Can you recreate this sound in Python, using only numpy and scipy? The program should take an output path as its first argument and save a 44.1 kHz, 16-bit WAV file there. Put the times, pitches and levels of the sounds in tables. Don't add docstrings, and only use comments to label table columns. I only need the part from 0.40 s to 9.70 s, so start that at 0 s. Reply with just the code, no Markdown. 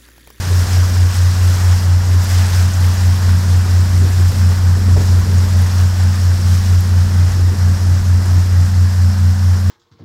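import sys
import numpy as np
from scipy import signal
from scipy.io import wavfile
from scipy.ndimage import uniform_filter1d, minimum_filter1d

SR = 44100
rng = np.random.default_rng(int(sys.argv[2]) if len(sys.argv) > 2 else 0)


def to_wav(sig):
    pcm = np.clip(np.atleast_2d(sig), -1, 1) * 32767
    pcm = np.round(pcm).astype(np.int16)
    wavfile.write(sys.argv[1], SR, pcm.T)


N = 410130
TIME = np.arange(N) / SR

# multiple of the crank speed, level in dB,
# throb in dB (how far the tone swells as the path opens; below zero it fades instead).
EXHAUST_TONES = [(2, -45, -8), (3, -11, 3), (5, -34.5, 3.5), (6, -40, -2.5), (7, -46, 3), (9, -47, 3.5),
                 (12, -71, 2)]
# time in seconds, change in dB.
DRONE_STRENGTH = [(0, -1.5), (.6, 0.1), (1.55, 0.3), (2.2, -0.6), (3.5, .6), (5.1, .2), (5.7, -0.7),
                  (6.5, .5), (7.15, -.5), (8.3, 0.8), (9.3, -0.2)]
# time of the dip in seconds, change in dB.
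BRIEF_DIPS = [(0.019, -7.5), (.272, -5), (.738, -5), (1.41, -2), (1.87, -3), (2.32, -2.5), (3.93, -12),
              (4.855, -3), (7.16, -4.5), (7.38, -2)]
# time in seconds, pitch in Hz, level in dB.
PUMP_HUM = [(0, 204.8, -44), (.8, 205.6, -41), (1.7, 206.6, -37.5), (2.6, 205.6, -32.5), (3.6, 205.2, -35),
            (4.5, 206.3, -30.5), (5.9, 207.2, -32.5), (6.8, 206, -31), (7.5, 203.8, -31), (8.1, 205, -33.5),
            (8.8, 205.5, -28), (9.3, 206.3, -30.5)]
# time in seconds, change from its usual state in dB.
CHOP_CURVE = [(0, -0.5), (1.5, -1.5), (2.6, -1.5), (3.2, 2), (4.15, 0), (4.75, 4.5), (5.5, -2.5), (7.15, 2),
              (8.0, 0.5), (8.6, -5), (9.3, -5)]
# time of the peak in seconds, length in seconds, lift of the churn in dB.
WAKE_BOILS = [(2.2, 0.11, 4.5), (2.92, 0.093, 6.5), (3.897, 0.094, 4), (4.56, .08, 6.5), (6.184, 0.06, 6.5),
              (6.92, .06, 4.5)]
# time of the peak in seconds, length in seconds,
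# lift of the spray in dB, lift of the roar in dB.
BOW_CRESTS = [(.3, 0.22, 2, 1), (0.756, 0.036, 3.5, -0.5), (1.125, 0.23, 2.5, 1), (1.96, 0.14, 5.3, 3),
              (2.19, 0.086, 4.5, 2.5), (2.6, 0.32, 1.5, 1.2), (3.78, 0.24, 1.6, 0), (4.646, .07, 3.5, .5),
              (5.246, 0.23, 2.5, 1), (5.753, .2, 2, .5), (6.19, 0.17, 4.5, 0.5), (6.62, 0.12, 1.8, 1),
              (6.917, .04, 2, 1.5), (7.29, 0.089, 0, 1.8), (7.92, .08, 1, 1.5), (8.23, 0.045, 2, .5)]
# time of the peak in seconds, level in dB, length in seconds,
# top of the noise band in Hz.
HULL_SLAPS = [(0.123, -29.5, .035, 480), (3.638, -26, 0.055, 360), (3.8, -29, 0.013, 400),
              (4.37, -29, .025, 430), (4.487, -26, .008, 450), (4.571, -22, 0.024, 680),
              (4.613, -25, 0.016, 480), (4.725, -28.5, 0.017, 480), (4.9, -33.5, 0.11, 430),
              (5.163, -30, .008, 520), (6.186, -37, 0.03, 220), (7.12, -30.5, .03, 380),
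              (7.973, -23.5, 0.027, 260)]
# time of the peak in seconds, level in dB, length in seconds,
# pitch in Hz.
DROP_SPITS = [(.76, -37, .018, 8000), (1.075, -32, .006, 8500), (1.842, -33, .006, 11000),
              (2.066, -28, .004, 7000), (2.338, -30, .008, 6500), (2.444, -33, .009, 1900),
              (2.893, -27, .006, 1400), (3.494, -40, .004, 10000), (3.92, -42, .012, 12500),
              (4.984, -30, 0.0027, 7000), (5.218, -35, .005, 11000), (5.26, -30, .005, 1700),
              (5.636, -35, .004, 9200), (6.407, -34, .004, 12500), (6.918, -39, .012, 6500)]
# frequency in Hz, relative level in dB per Hz.
CHURN_SPECTRUM = [(18, -14), (28, -7), (42, 0), (60, 3), (85, 0), (120, -2), (170, -6), (230, -11.5),
                  (330, -36), (600, -40)]
ROAR_SPECTRUM = [(200, -19), (400, -0.5), (560, -.5), (720, -1), (1000, 1), (1200, -1), (1650, 1),
                 (1950, -2.5), (2300, -13.5), (3500, -13.5), (5300, -9.5), (8000, -14.5), (14000, -32)]
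CURTAIN_SPECTRUM = [(450, -4.5), (620, 1.5), (900, -5), (3400, -26), (4400, -6), (4850, -2), (5300, 0),
                    (5900, -4), (6500, -10), (7600, -11), (9500, -19), (13000, -15)]
GURGLE_SPECTRUM = [(120, -2), (200, 2), (260, 1), (340, 0.5), (480, -6), (700, -22), (1400, -23)]
SPRAY_SPECTRUM = [(900, -7.5), (2200, -3.5), (3200, -4), (4200, -4.5), (5300, 1), (6500, -4.5), (7500, -4),
                  (8800, -9), (11500, -13), (13000, -10), (14500, -15.5), (16000, -20)]

ENGINE_HZ = 30.09
PADDLES_PER_S, FIRST_PADDLE_S = 4.361, 0.16
WHEEL_TURN_S, WHEEL_AHEAD_S, WHEEL_LEAD_PADDLES = 3.8, 1.8, 0.04
DIP_S = 0.017
PUMP_BEATS_PER_S, FIRST_BEAT_S = 1.9, 0.38
PUMP_BEAT_DB, PUMP_FLUTTER_DB = 2, 1.36
CHURN_DB, CHURN_FOLLOWS = -27.5, 1
ROAR_DB, ROAR_FALL_DB_PER_S = -32.5, 0.38
GURGLE_DB, GURGLE_FOLLOWS, GURGLE_FALL_DB_PER_S = -38, 1, 0.28
SPRAY_DB, SPRAY_FALL_DB_PER_S = -33, 0.76
LULL_S, LULL_LENGTH_S, LULL_DB = 1.58, 0.072, -3.5
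LULL_ROAR_SHARE = 0.4
BUBBLE_CLUMP_DB = 3.0
CEILING, LIMITER_S = 0.8, 0.012
CUTOFF_HZ = 15750


def diesel():
    lead = WHEEL_LEAD_PADDLES * np.cos(2 * np.pi * (TIME - WHEEL_AHEAD_S) / WHEEL_TURN_S)
    paddle = 2 * np.pi * (PADDLES_PER_S * (TIME - FIRST_PADDLE_S) + lead)
    crank = 2 * np.pi * (ENGINE_HZ * TIME + 0.0086 * drift(0.38))
    swing = np.cos(paddle - 0.2 * np.cos(paddle))
    opening = swing - 0.22 * (swing ** 2 - 0.5)
    tones = 0
    for multiple, level_db, throb_db in EXHAUST_TONES:
        bend = 0.051 * throb_db * np.sin(paddle)
        waver_db = 0.49 * abs(multiple - 3) * drift(3.0)
        start = rng.uniform(0, 2 * np.pi)
        loudness = from_db(level_db + throb_db * opening + waver_db)
        tones = tones + loudness * np.sin(round(multiple) * crank - bend + start)
    strength_db, = in_time(DRONE_STRENGTH)
    dips_db = sum(db * swell(s, DIP_S) for s, db in BRIEF_DIPS)
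    return np.sqrt(2) * from_db(strength_db + dips_db) * tones


def pump():
    hz, level_db = in_time(PUMP_HUM)
    beat_db = PUMP_BEAT_DB * np.cos(2 * np.pi * PUMP_BEATS_PER_S * (TIME - FIRST_BEAT_S))
    flutter_db = PUMP_FLUTTER_DB * drift(4.8)
    phase = 2 * np.pi * np.cumsum(hz) / SR + 0.31 * drift(6.1)
    return np.sqrt(2) * from_db(level_db + beat_db + flutter_db) * np.sin(phase)


def wake():
    chop_db, = in_time(CHOP_CURVE)
    boils_db = sum(db * swell(s, length) for s, length, db in WAKE_BOILS)
    churn_db = CHURN_DB + CHURN_FOLLOWS * chop_db + boils_db
    churn = from_db(churn_db) * rush(CHURN_SPECTRUM, patchy_db=0.0, surge_db=0.6, rate=10.0)

    crests_db = sum(db * swell(s, length) for s, length, _, db in BOW_CRESTS)
    lull_db = LULL_ROAR_SHARE * LULL_DB * swell(LULL_S, LULL_LENGTH_S)
    roar_db = ROAR_DB - ROAR_FALL_DB_PER_S * TIME + crests_db + lull_db
    foam = rush(ROAR_SPECTRUM, patchy_db=0.82, surge_db=0.83, rate=11)
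    foam_bubbles = bubbles(ROAR_SPECTRUM, 535, 1842, per_s=700, cycles=21, spread_db=1.5, count=36)
    roar = from_db(roar_db) * (foam + from_db(-6) * foam_bubbles)

    curtain = from_db(-40) * rush(CURTAIN_SPECTRUM, patchy_db=-1.0, surge_db=0.5, rate=12)
    return churn + roar + curtain


def bow_wave():
    chop_db, = in_time(CHOP_CURVE)
    gurgle_db = GURGLE_DB + GURGLE_FOLLOWS * chop_db - GURGLE_FALL_DB_PER_S * TIME
    gurgle = rush(GURGLE_SPECTRUM, patchy_db=1.4, surge_db=2.5, rate=13)
    big_bubbles = bubbles(GURGLE_SPECTRUM, 219, 634, per_s=160, cycles=13.4, spread_db=1.5, count=14)
    gurgle = gurgle + from_db(-6) * big_bubbles

    crests_db = sum(db * swell(s, length) for s, length, db, _ in BOW_CRESTS)
    lull_db = LULL_DB * swell(LULL_S, LULL_LENGTH_S)
    spray_db = SPRAY_DB - SPRAY_FALL_DB_PER_S * TIME + crests_db + lull_db
    spray = rush(SPRAY_SPECTRUM, patchy_db=1.5, surge_db=0.8, rate=19)
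    fine_bubbles = bubbles(SPRAY_SPECTRUM, 2370, 14700, per_s=4500, cycles=19, spread_db=4.5, count=30)
    spray = spray + from_db(-6) * fine_bubbles
    return from_db(gurgle_db) * gurgle + from_db(spray_db) * spray


def slaps():
    thuds = 0
    for s, level_db, length, top_hz in HULL_SLAPS:
        noise = rms_one(band(rng.standard_normal(N), 120, top_hz, order=3))
        thuds = thuds + from_db(level_db) * burst(s, length) * noise
    return thuds


def spits():
    drops = 0
    for s, level_db, length, hz in DROP_SPITS:
        noise = rms_one(band(rng.standard_normal(N), hz / 1.2, hz * 1.2))
        drops = drops + from_db(level_db) * burst(s, length) * noise
    return drops


def rush(spectrum, patchy_db, surge_db, rate):
    edges = 16 * 2 ** (np.arange(41) / 4)
    water, white = 0, rng.standard_normal((2, N))
    for k, (low, high) in enumerate(zip(edges, edges[1:])):
        hz = np.sqrt(low * high)
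        if spectrum[0][0] < hz < spectrum[-1][0]:
            flicker_db = patchy_db * drift(rate)
            noise = band(white[k % 2], low, high, order=3)
            water = water + noise * from_db(at_hz(spectrum, hz) + flicker_db)
    return rms_one(water * from_db(surge_db * drift(rate)))


def bubbles(spectrum, low_hz, high_hz, per_s, cycles, spread_db, count):
    chance = per_s * from_db(BUBBLE_CLUMP_DB * drift(12)) / SR
    born = np.flatnonzero(rng.random(N) < chance)
    sizes = from_db(spread_db * np.minimum(rng.exponential(1, N), 4)) * rng.choice([-1, 1], N)
    pitch_number = rng.integers(0, count, N)
    fizz = 0
    for k, hz in enumerate(np.geomspace(low_hz, min(high_hz, CUTOFF_HZ), count)):
        clicks = np.full(N, 1e-18)
        own = born[pitch_number[born] == k]
        clicks[own] = sizes[own]
        r = from_db(-60 * hz / (cycles * SR))
        w = 2 * np.pi * hz / SR
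        ring = signal.lfilter([1, 0, -1], [1, -2 * r * np.cos(w), r * r], clicks)
        fizz = fizz + rms_one(ring) * np.sqrt(hz) * from_db(at_hz(spectrum, hz))
    return rms_one(fizz)


def swell(s, length):
    return np.exp(-np.minimum(((TIME - s) / length) ** 2, 50))


def burst(s, length):
    age = np.maximum((TIME - s) / length * 2 + 1, 0)
    return age * np.exp(1 - np.minimum(age, 50))


def drift(rate):
    r = np.exp(-80 * np.pi * rate / SR)
    noise = rng.standard_normal(N // 40 + 2002)
    slow = signal.lfilter([1], [1, -2 * r, r * r], noise)[2000:]
    return np.interp(np.arange(N) / 40, np.arange(len(slow)), rms_one(slow))


def band(x, low, high, order=2):
    sos = signal.butter(order, [low, min(high, 0.48 * SR)], "band", fs=SR, output="sos")
    return signal.sosfilt(sos, x + 1e-18)


def at_hz(points, hz):
    points = np.array(points)
    return np.interp(np.log(hz), np.log(points[:, 0]), points[:, 1])


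def in_time(rows):
    s, *columns = np.transpose(rows)
    return [np.interp(TIME, s, column) for column in columns]


def from_db(db):
    return np.exp(np.asarray(db) * np.log(10) / 20)


def rms_one(x):
    return x / np.sqrt(np.mean(x ** 2) + 1e-20)


def scene():
    mix = diesel() + pump() + wake() + bow_wave() + slaps() + spits()
    return mix[None, :]


def record(dry):
    hold = int(LIMITER_S * SR)
    gain = minimum_filter1d(CEILING / np.maximum(np.abs(dry), CEILING), size=hold)
    limited = dry * uniform_filter1d(gain, size=hold)
    sos = signal.ellip(12, 0.1, 90, CUTOFF_HZ, fs=SR, output="sos")
    return signal.sosfilt(sos, limited)


dry = scene()
out = record(dry)
to_wav(out)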